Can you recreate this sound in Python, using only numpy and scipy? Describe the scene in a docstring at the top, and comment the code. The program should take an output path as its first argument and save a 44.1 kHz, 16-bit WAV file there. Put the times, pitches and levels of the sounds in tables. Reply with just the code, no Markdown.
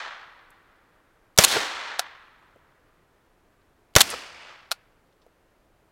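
"""Suppressed carbine at a gravel range

Two single shots from a 9 mm carbine outdoors, heard from beside the gun, in steady air noise and breeze.
Each shot: hammer fall, gas jet and roar, pressure swing, venting, bolt contacts, thuds in the bank, echoes.
Supersonic cracks (one from before the opening, one with the first shot) add washes; gravel throws sprays.
Contacts and gas are shaped noise bursts, steel is ringing modes, echoes are noise in decaying bands.
The trigger resets with a click after each shot; blast and bolt overload the input and its limiter."""
import sys
import numpy as np
from scipy import signal
from scipy.fft import rfft, irfft
from scipy.io import wavfile

SR = 44100
rng = np.random.default_rng(int(sys.argv[2]) if len(sys.argv) > 2 else 0)


def waveform_to_disk(signal):
    """Save audio, clipped to [-1, 1], as 16-bit WAV at the path in sys.argv[1]."""
    frames = np.transpose(np.atleast_2d(signal))
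    scaled = np.clip(frames, -1, 1) * 32767
    samples = np.round(scaled).astype(np.int16)
    wavfile.write(sys.argv[1], SR, samples)


N = 260631
TIME = np.arange(N) / SR


def from_db(db):
    """Decibels to amplitude gain."""
    return 10 ** (np.asarray(db) / 20)


def at_hz(points, hz):
    """Interpolate a spectrum linearly in dB along log frequency."""
    knots_hz, values = np.transpose(points)
    return np.interp(np.log(np.maximum(hz, 1)), np.log(knots_hz), values)


def colour(x, spectrum):
    """Minimum-phase filter with this relative spectrum; white noise keeps its power."""
    size = 8192
    hz = np.arange(size // 2 + 1) * SR / size
    gain = from_db(at_hz(spectrum, hz))
    unit_power_gain = gain / np.sqrt(np.mean(gain ** 2))
    # fold the cepstrum onto positive time: causal response
    cepstrum = irfft(np.log(unit_power_gain))
    cepstrum[1:size // 2] *= 2
    cepstrum[size // 2 + 1:] = 0
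    impulse = irfft(np.exp(rfft(cepstrum)))
    return signal.oaconvolve(x, impulse)[:N]


def band_pass(x, low_hz, high_hz):
    """Butterworth band-pass, second order at each edge."""
    edges_hz = [low_hz, min(high_hz, .45 * SR)]
    sos = signal.butter(2, edges_hz, "band", fs=SR, output="sos")
    return signal.sosfilt(sos, x + 1e-18)


def bursts(rows, rise_s):
    """White noise that flares up and decays exponentially at each row (start_s, level_db, t60_s)."""
    power = np.zeros(N)
    for start_s, level_db, t60_s in rows:
        at = round(start_s * SR)
        age_s = TIME[:min(N - at, SR // 2)]
        decay = from_db(level_db - 60 * age_s / t60_s)
        rise = 1 - np.exp(-age_s / rise_s)
        power[at:at + len(age_s)] += (decay * rise) ** 2
    return np.sqrt(power) * rng.standard_normal(N)


def ring(force, hz, t60_s):
    """Two-pole resonator: a unit click starts a decaying sine of initial height 1."""
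    radius = from_db(-60 / (t60_s * SR))
    step_rad = 2 * np.pi * hz / SR
    feedback = [1, -2 * radius * np.cos(step_rad), radius ** 2]
    return signal.lfilter([0, np.sin(step_rad)], feedback, force + 1e-18)


# distant outdoor noise, relative: pitch [Hz], level [dB per Hz]
AIR_SPECTRUM = [(12, -27.5), (20, 3), (58, -12.5), (130, -12.5), (241, -15.5), (293, -12), (590, -14),
                (780, -17), (1530, -20.5), (3250, -31), (5680, -36.5), (14300, -40), (16000, -42)]
# breeze gusts: peak [s], rise above calm [dB]
GUST_ROWS = [(2.58, 7.5), (2.95, 6), (3.55, 5), (5.72, 9)]
AIR_RMS_DB, CALM_RMS_DB = -63.5, -77.5
GUST_HALF_S = .14  # from peak to 1/e of the dB rise


def outdoor_air(flutter_db=1.55):
    """Steady coloured noise, plus low-frequency noise swelling as wind turbulence on the microphone."""
    knots_s = np.arange(0, 6.2, .12)
    flutter = np.interp(TIME, knots_s, rng.standard_normal(len(knots_s)))
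    gust_db = sum(rise_db * np.exp(-((TIME - peak_s) / GUST_HALF_S) ** 2) for peak_s, rise_db in GUST_ROWS)
    wind_gain = from_db(CALM_RMS_DB + gust_db + flutter_db * flutter)
    wind = band_pass(rng.standard_normal(N), 30, 120)
    air = colour(rng.standard_normal(N), AIR_SPECTRUM)
    return from_db(AIR_RMS_DB) * air + wind_gain * wind / wind.std()


def returned_db(delay_s, reflectors):
    """Each stretch of terrain swells up to its own delay, then fades at a steady dB rate; powers sum."""
    power = 1e-18
    for arrives_s, swell_s, level_db, fade_db_per_s in reflectors:
        swell = np.exp(-(np.minimum(delay_s - arrives_s, 0) / swell_s) ** 2)
        fade = from_db(level_db - fade_db_per_s * np.maximum(delay_s - arrives_s, 0))
        power = power + (swell * fade) ** 2
    return 10 * np.log10(power)


# soft ground eats the lows, air the highs: pitch [Hz], loss [dB per s of travel]
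LOSS_SPECTRUM = [(50, 39.5), (140, 53.5), (280, 44), (560, 20), (1100, 3), (2200, 12.5), (4000, 27),
                 (6300, 44), (8000, 55.5), (10000, 75), (12000, 93.5), (14000, 104)]


def echoes(sources, reflectors, spectrum, longest_s, grain_db):
    """Countless small reflections as band noise: later ones lose more lows and highs, up to a limit."""
    edges_hz = np.geomspace(35, 17000, 33)
    white = rng.standard_normal((2, N))
    # stronger and weaker reflectors by turns, a few ms apart
    grain_s = TIME[::128]
    grain = from_db(grain_db * np.interp(TIME, grain_s, rng.standard_normal(len(grain_s))))
    coarse_s = TIME[::32]
    out = np.zeros(N)
    for k, (low_hz, high_hz) in enumerate(zip(edges_hz, edges_hz[1:])):
        hz = np.sqrt(low_hz * high_hz)
        octaves = np.log2(high_hz / low_hz)
        power = 0
        for start_s, source_db in sources:
            delay_s = np.maximum(coarse_s - start_s, 0)
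            travel_s = longest_s * np.tanh(delay_s / longest_s)  # saturates at longest_s
            loss_db = at_hz(LOSS_SPECTRUM, hz) * travel_s
            level_db = source_db + returned_db(delay_s, reflectors) + at_hz(spectrum, hz) - loss_db
            power = power + (coarse_s > start_s) * from_db(level_db) ** 2 * octaves
        sos = signal.butter(3, [low_hz, high_hz], "band", fs=SR, output="sos")
        band = signal.sosfilt(sos, white[k % 2] * grain)
        out += band / band.std() * np.interp(TIME, coarse_s, np.sqrt(power))
    return out


# supersonic bullets, the first before the opening: start [s], echo level [dB]
CRACK_ROWS = [(-.53, 1.5), (1.3862, -1)]
# crack echo colour: pitch [Hz], level [dB per octave]
CRACK_SPECTRUM = [(50, -30), (140, -18), (280, -3.5), (560, -1), (1100, 1), (1800, 6.5), (2500, 2.5),
                  (3600, 10), (4800, 6), (6300, 7.5), (10000, 4), (14000, 2.5)]
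# nearby gravel, bank, hillside, far country:
# delay [s], swell [s], blast level [dB], blast fade [dB/s], crack level [dB], crack fade [dB/s]
TERRAIN_ROWS = [(.02, .013, -41.5, 44, -32.5, 70), (.15, 0.038, -44, 52, -31, 37),
                (.54, .22, -49, 55, -39, 61), (.95, 0.34, -85.5, 30, -59.5, 12.5)]


def crack_wash():
    """Terrain returns the supersonic cracks as a wash."""
    paths = [(delay_s, swell_s, crack_db, fade) for delay_s, swell_s, _, _, crack_db, fade in TERRAIN_ROWS]
    return echoes(CRACK_ROWS, paths, CRACK_SPECTRUM, longest_s=1.2, grain_db=1.5)


# brass and gear ticks: start [s], level before boost [dB], t60 [s], nominal pitch [Hz]
TICK_ROWS = [(.504, -56, 0.032, 11000), (1.4762, -15, .009, 4500), (3.617, -63, 0.03, 3800),
             (4.1022, -22, 0.011, 9500), (4.1048, -26, .01, 9500), (4.11, -32, .05, 8500),
             (5.125, -66, .04, 4500), (5.217, -59, 0.093, 4210)]
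# soft knocks on the stock: start [s], level [dB], t60 [s]
KNOCK_ROWS = [(2.559, -48.5, 0.038), (5.264, -43, 0.025)]
# stock knock colour, relative: pitch [Hz], level [dB per Hz]
KNOCK_SPECTRUM = [(150, -15), (350, -4), (500, -1), (650, -5), (1000, -24), (3000, -42)]


def handling(tick_boost_db=5.0):
    """Brass and gear tick as narrow noise bursts; the stock knocks softly."""
    ticks = np.zeros(N)
    for start_s, level_db, t60_s, pitch_hz in TICK_ROWS:
        tick = bursts([(start_s, level_db, t60_s)], rise_s=0.00027)
        ticks += band_pass(tick, 0.69 * pitch_hz, 1.2 * pitch_hz)
    knocks = colour(bursts(KNOCK_ROWS, rise_s=0.00038), KNOCK_SPECTRUM)
    return from_db(tick_boost_db) * ticks + knocks


# shots: start [s], gas jet [dB], pressure swing [dB], venting [dB],
# bolt locks again [s], feeding [dB], locking blow [dB]
SHOT_ROWS = [(1.386, 10, 4.5, -17.5, 1.4468, -4, 2.5), (3.9623, 9, 6, -18, 4.0152, -1.5, -1)]
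# sear release, hammer fall: lead before blast [s], level [dB], t60 [s], dull knock re level [dB]
HAMMER_ROWS = [(.0245, -58, .02, -4), (.0091, -9.5, .014, -7)]
# rear stop, scrape off the magazine: share of cycle [1], level [dB], t60 [s], dull knock re level [dB]
BOLT_ROWS = [(.41, -17.5, .018, 3), (.62, -23.5, .11, 1.5)]
# round leaves magazine, hits ramp, seats:
# lead before locking [s], level re feeding [dB], t60 [s], dull knock re level [dB]
CHAMBERING_ROWS = [(.0103, -10, 0.021, -7), (.0086, -2.5, .017, -11.5), (.0052, 0, 0.02, -11.5)]
LOCK_T60_S, LOCK_KNOCK_DB = .016, -16


def bolt_cycle():
    """Contacts of each shot at the pace of its own cycle: rows (start_s, level_db, t60_s, knock_db)."""
    rows = []
    for fired_s, _, _, _, locked_s, feed_db, lock_db in SHOT_ROWS:
        cycle_s = locked_s - fired_s
        rows += [(fired_s - lead_s, *blow) for lead_s, *blow in HAMMER_ROWS]
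        rows += [(fired_s + share * cycle_s, *blow) for share, *blow in BOLT_ROWS]
        for lead_s, level_db, t60_s, knock_db in CHAMBERING_ROWS:
            rows.append((locked_s - lead_s, feed_db + level_db, t60_s, knock_db))
        rows.append((locked_s, lock_db, LOCK_T60_S, LOCK_KNOCK_DB))
    return rows


# receiver modes before the band-pass: pitch [Hz], level [dB], t60 [s]
RECEIVER_MODES = [(796, 0, .035), (1200, -6, .03), (1432, -11, .1), (2293, -21, .16), (2595, -23, .17),
                  (3924, -17, .08), (4565, -26, .17), (6002, -22, .07), (8926, -27, .09), (10240, -21, .07)]


def receiver(force):
    """Contact force rings the steel receiver's modes; it is too small to radiate bass."""
    modes = sum(from_db(level_db) * ring(force, hz, t60_s) for hz, level_db, t60_s in RECEIVER_MODES)
    return band_pass(modes, 890, 16000)


# steel contact colour, relative: pitch [Hz], level [dB per Hz]
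STEEL_SPECTRUM = [(88, -52.5), (150, -24), (448, -19), (759, -9.5), (1980, -9.5), (2220, -5.5), (3920, 0),
                  (5250, -6), (7180, -3.5), (13700, -11.5), (16000, -18.5)]
# colour of whole-gun knocks and of venting, relative: pitch [Hz], level [dB per Hz]
VENT_SPECTRUM = [(29, -49.5), (50, -18.5), (398, -10), (765, -3), (1330, -4), (1910, -2.5), (2270, -8),
                 (4450, -10.5), (5150, -12.5), (5950, -12), (14900, -21.5), (16000, -29.5)]


def action(ring_db=-42):
    """Steel parts slam and grate as noise, knock the whole gun and ring the receiver."""
    contacts = bolt_cycle()
    force = bursts([(s, db, t60_s) for s, db, t60_s, _ in contacts], rise_s=0.00018)
    knock = bursts([(s, db + knock_db, t60_s) for s, db, t60_s, knock_db in contacts], rise_s=.0003)
    return colour(force, STEEL_SPECTRUM) + colour(knock, VENT_SPECTRUM) + from_db(ring_db) * receiver(force)


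# gas jet colour, relative: pitch [Hz], level [dB per Hz]
JET_SPECTRUM = [(120, -31.5), (200, -7), (1270, -10), (1590, -7.5), (3490, -5), (4120, -14.5), (5940, -1),
                (7010, -8), (12200, -17), (16000, -20)]
# gas roar colour, relative: pitch [Hz], level [dB per Hz]
ROAR_SPECTRUM = [(60, -23), (200, -13.5), (330, -10.5), (520, 2), (850, -6), (1250, -3), (2500, -7.5),
                 (6000, -15.5), (15000, -30)]
# pressure swing returned by slopes: delay [s], level before band-pass [dB]
SLOPE_ROWS = [(.178, -43), (0.354, -43.5), (.385, -52)]


def muzzle(jet_t60_s=.02, roar_t60_s=0.031, roar_db=-5, vent_t60_s=0.2, swing_hz=118, swing_t60_s=0.02):
    """A hard gas jet dulls into a roar, one heavy pressure swing, then gas vents from the breech."""
    push = np.zeros(N)
    for start_s, _, swing_db, *_ in SHOT_ROWS:
        push[round(start_s * SR)] = from_db(swing_db)
    swing = ring(push, swing_hz, swing_t60_s)
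    jet_rows = [(s, jet_db, jet_t60_s) for s, jet_db, *_ in SHOT_ROWS]
    roar_rows = [(s, jet_db + roar_db, roar_t60_s) for s, jet_db, *_ in SHOT_ROWS]
    vent_rows = [(s, vent_db, vent_t60_s) for s, _, _, vent_db, *_ in SHOT_ROWS]
    jet = colour(bursts(jet_rows, rise_s=0.000067), JET_SPECTRUM)
    roar = colour(bursts(roar_rows, rise_s=0.00068), ROAR_SPECTRUM)
    vent = colour(bursts(vent_rows, rise_s=0.0034), VENT_SPECTRUM)
    # only bass comes back from the rough slopes in one piece
    returns = sum(from_db(db) * np.interp(TIME - delay_s, TIME, swing) for delay_s, db in SLOPE_ROWS)
    return jet + roar + swing + vent + band_pass(returns, 53, 80)


# blast echo colour off slopes and scrub: pitch [Hz], level [dB per octave]
BLAST_SPECTRUM = [(50, -14.5), (140, -9.5), (280, -1.5), (560, -1.5), (1100, -0.5), (2200, 5.5),
                  (3000, 8.5), (3700, 4), (4800, 10), (6300, 6.5), (10000, 6.5), (14000, 2)]


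def blast_wash():
    """Terrain returns the muzzle blasts as a wash."""
    sources = [(start_s, 0) for start_s, *_ in SHOT_ROWS]
    paths = [(delay_s, swell_s, blast_db, fade) for delay_s, swell_s, blast_db, fade, _, _ in TERRAIN_ROWS]
    return echoes(sources, paths, BLAST_SPECTRUM, longest_s=0.95, grain_db=1.7)


# crack glancing off gravel patches: start [s], level [dB], t60 [s]
SPRAY_ROWS = [(1.477, -23, 0.15), (1.496, -26.5, 0.16), (1.513, -21.5, 0.11)]
# spray colour, relative: pitch [Hz], level [dB per Hz]
SPRAY_SPECTRUM = [(300, -19), (1500, -12.5), (2800, -2.5), (3800, 1.5), (5200, -5), (8000, -11),
                  (11000, -10.5), (16000, -26)]


def gravel_sprays():
    """The crack scatters off gravel under the bullet's path as bright noise bursts."""
    return colour(bursts(SPRAY_ROWS, rise_s=0.0026), SPRAY_SPECTRUM)


# thuds from the gravel bank: start [s], level [dB], t60 [s]
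THUD_ROWS = [(1.5565, -17, 0.042), (1.567, -11.5, 0.031), (4.127, -32, 0.1), (4.138, -24, 0.027)]
# thud colour, relative: pitch [Hz], level [dB per Hz]
GRAVEL_SPECTRUM = [(40, -27), (130, -10), (250, -17.5), (480, 6.5), (800, -5.5), (1300, -1.5),
                   (2200, -14.5), (5000, -15), (14000, -46)]


def bank_thuds():
    """Dull thuds come back from the gravel bank as short noise bursts."""
    return colour(bursts(THUD_ROWS, rise_s=0.00066), GRAVEL_SPECTRUM)


# trigger resets: start [s], snap [dB], rebound [dB]
RESET_ROWS = [(1.9929, -7.5, -20.5), (4.715, -10, -16.5)]
SLIP_LEAD_S, SLIP_DB, SLIP_T60_S = 0.0045, -28, 0.014
SNAP_T60_S, REBOUND_LAG_S, REBOUND_T60_S = .014, .005, 0.021


def reset_contacts():
    """Each reset is a sear slip, a snap and a rebound: rows (start_s, level_db, t60_s)."""
    rows = []
    for snap_s, snap_db, rebound_db in RESET_ROWS:
        rows.append((snap_s - SLIP_LEAD_S, SLIP_DB, SLIP_T60_S))
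        rows.append((snap_s, snap_db, SNAP_T60_S))
        rows.append((snap_s + REBOUND_LAG_S, rebound_db, REBOUND_T60_S))
    return rows


# sear contact colour, relative: pitch [Hz], level [dB per Hz]
SEAR_SPECTRUM = [(150, -56), (350, -39), (600, -11.5), (800, -8.5), (1000, -16), (1400, -7.5),
                 (2000, -19.5), (2600, -10.5), (3200, -15.5), (4300, -8.5), (5200, -14), (6300, -17.5),
                 (8500, -20.5), (10500, -20), (16000, -31)]


def trigger(ring_db=-36, scatter_db=-30, scatter_t60_s=0.09):
    """The sear snaps back in three quick contacts; nearby stones scatter a little of it."""
    contacts = reset_contacts()
    force = bursts(contacts, rise_s=0.00067)
    scatter = bursts([(s, db + scatter_db, scatter_t60_s) for s, db, _ in contacts], rise_s=0.0019)
    return colour(force + scatter, SEAR_SPECTRUM) + from_db(ring_db) * receiver(force)


def scene():
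    """Outdoor air, the gun close by, gravel and bank downrange, and echoes, in one channel."""
    gun = handling() + action() + muzzle() + trigger()
    downrange = gravel_sprays() + bank_thuds()
    washes = crack_wash() + blast_wash()
    return (outdoor_air() + gun + downrange + washes)[None]


def record(dry, ceiling=1.0, limiter_s=0.0033, squeeze=0.88, low_cut_hz=22, cutoff_hz=15900):
    """The input soft-clips, a fast limiter pulls the gain down, and both ends of the band are cut."""
    clipped = dry / (1 + (dry / ceiling) ** 6) ** (1 / 6)
    keep = np.exp(-1 / (limiter_s * SR))
    load = signal.lfilter([1 - keep], [1, -keep], clipped ** 2)
    limited = clipped / (1 + squeeze * load)
    # no steady pressure passes
    high_pass = signal.butter(1, low_cut_hz, "high", fs=SR, output="sos")
    low_pass = signal.ellip(10, .1, 90, cutoff_hz, fs=SR, output="sos")
    return signal.sosfilt(low_pass, signal.sosfilt(high_pass, limited))


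dry = scene()
out = record(dry)
waveform_to_disk(out)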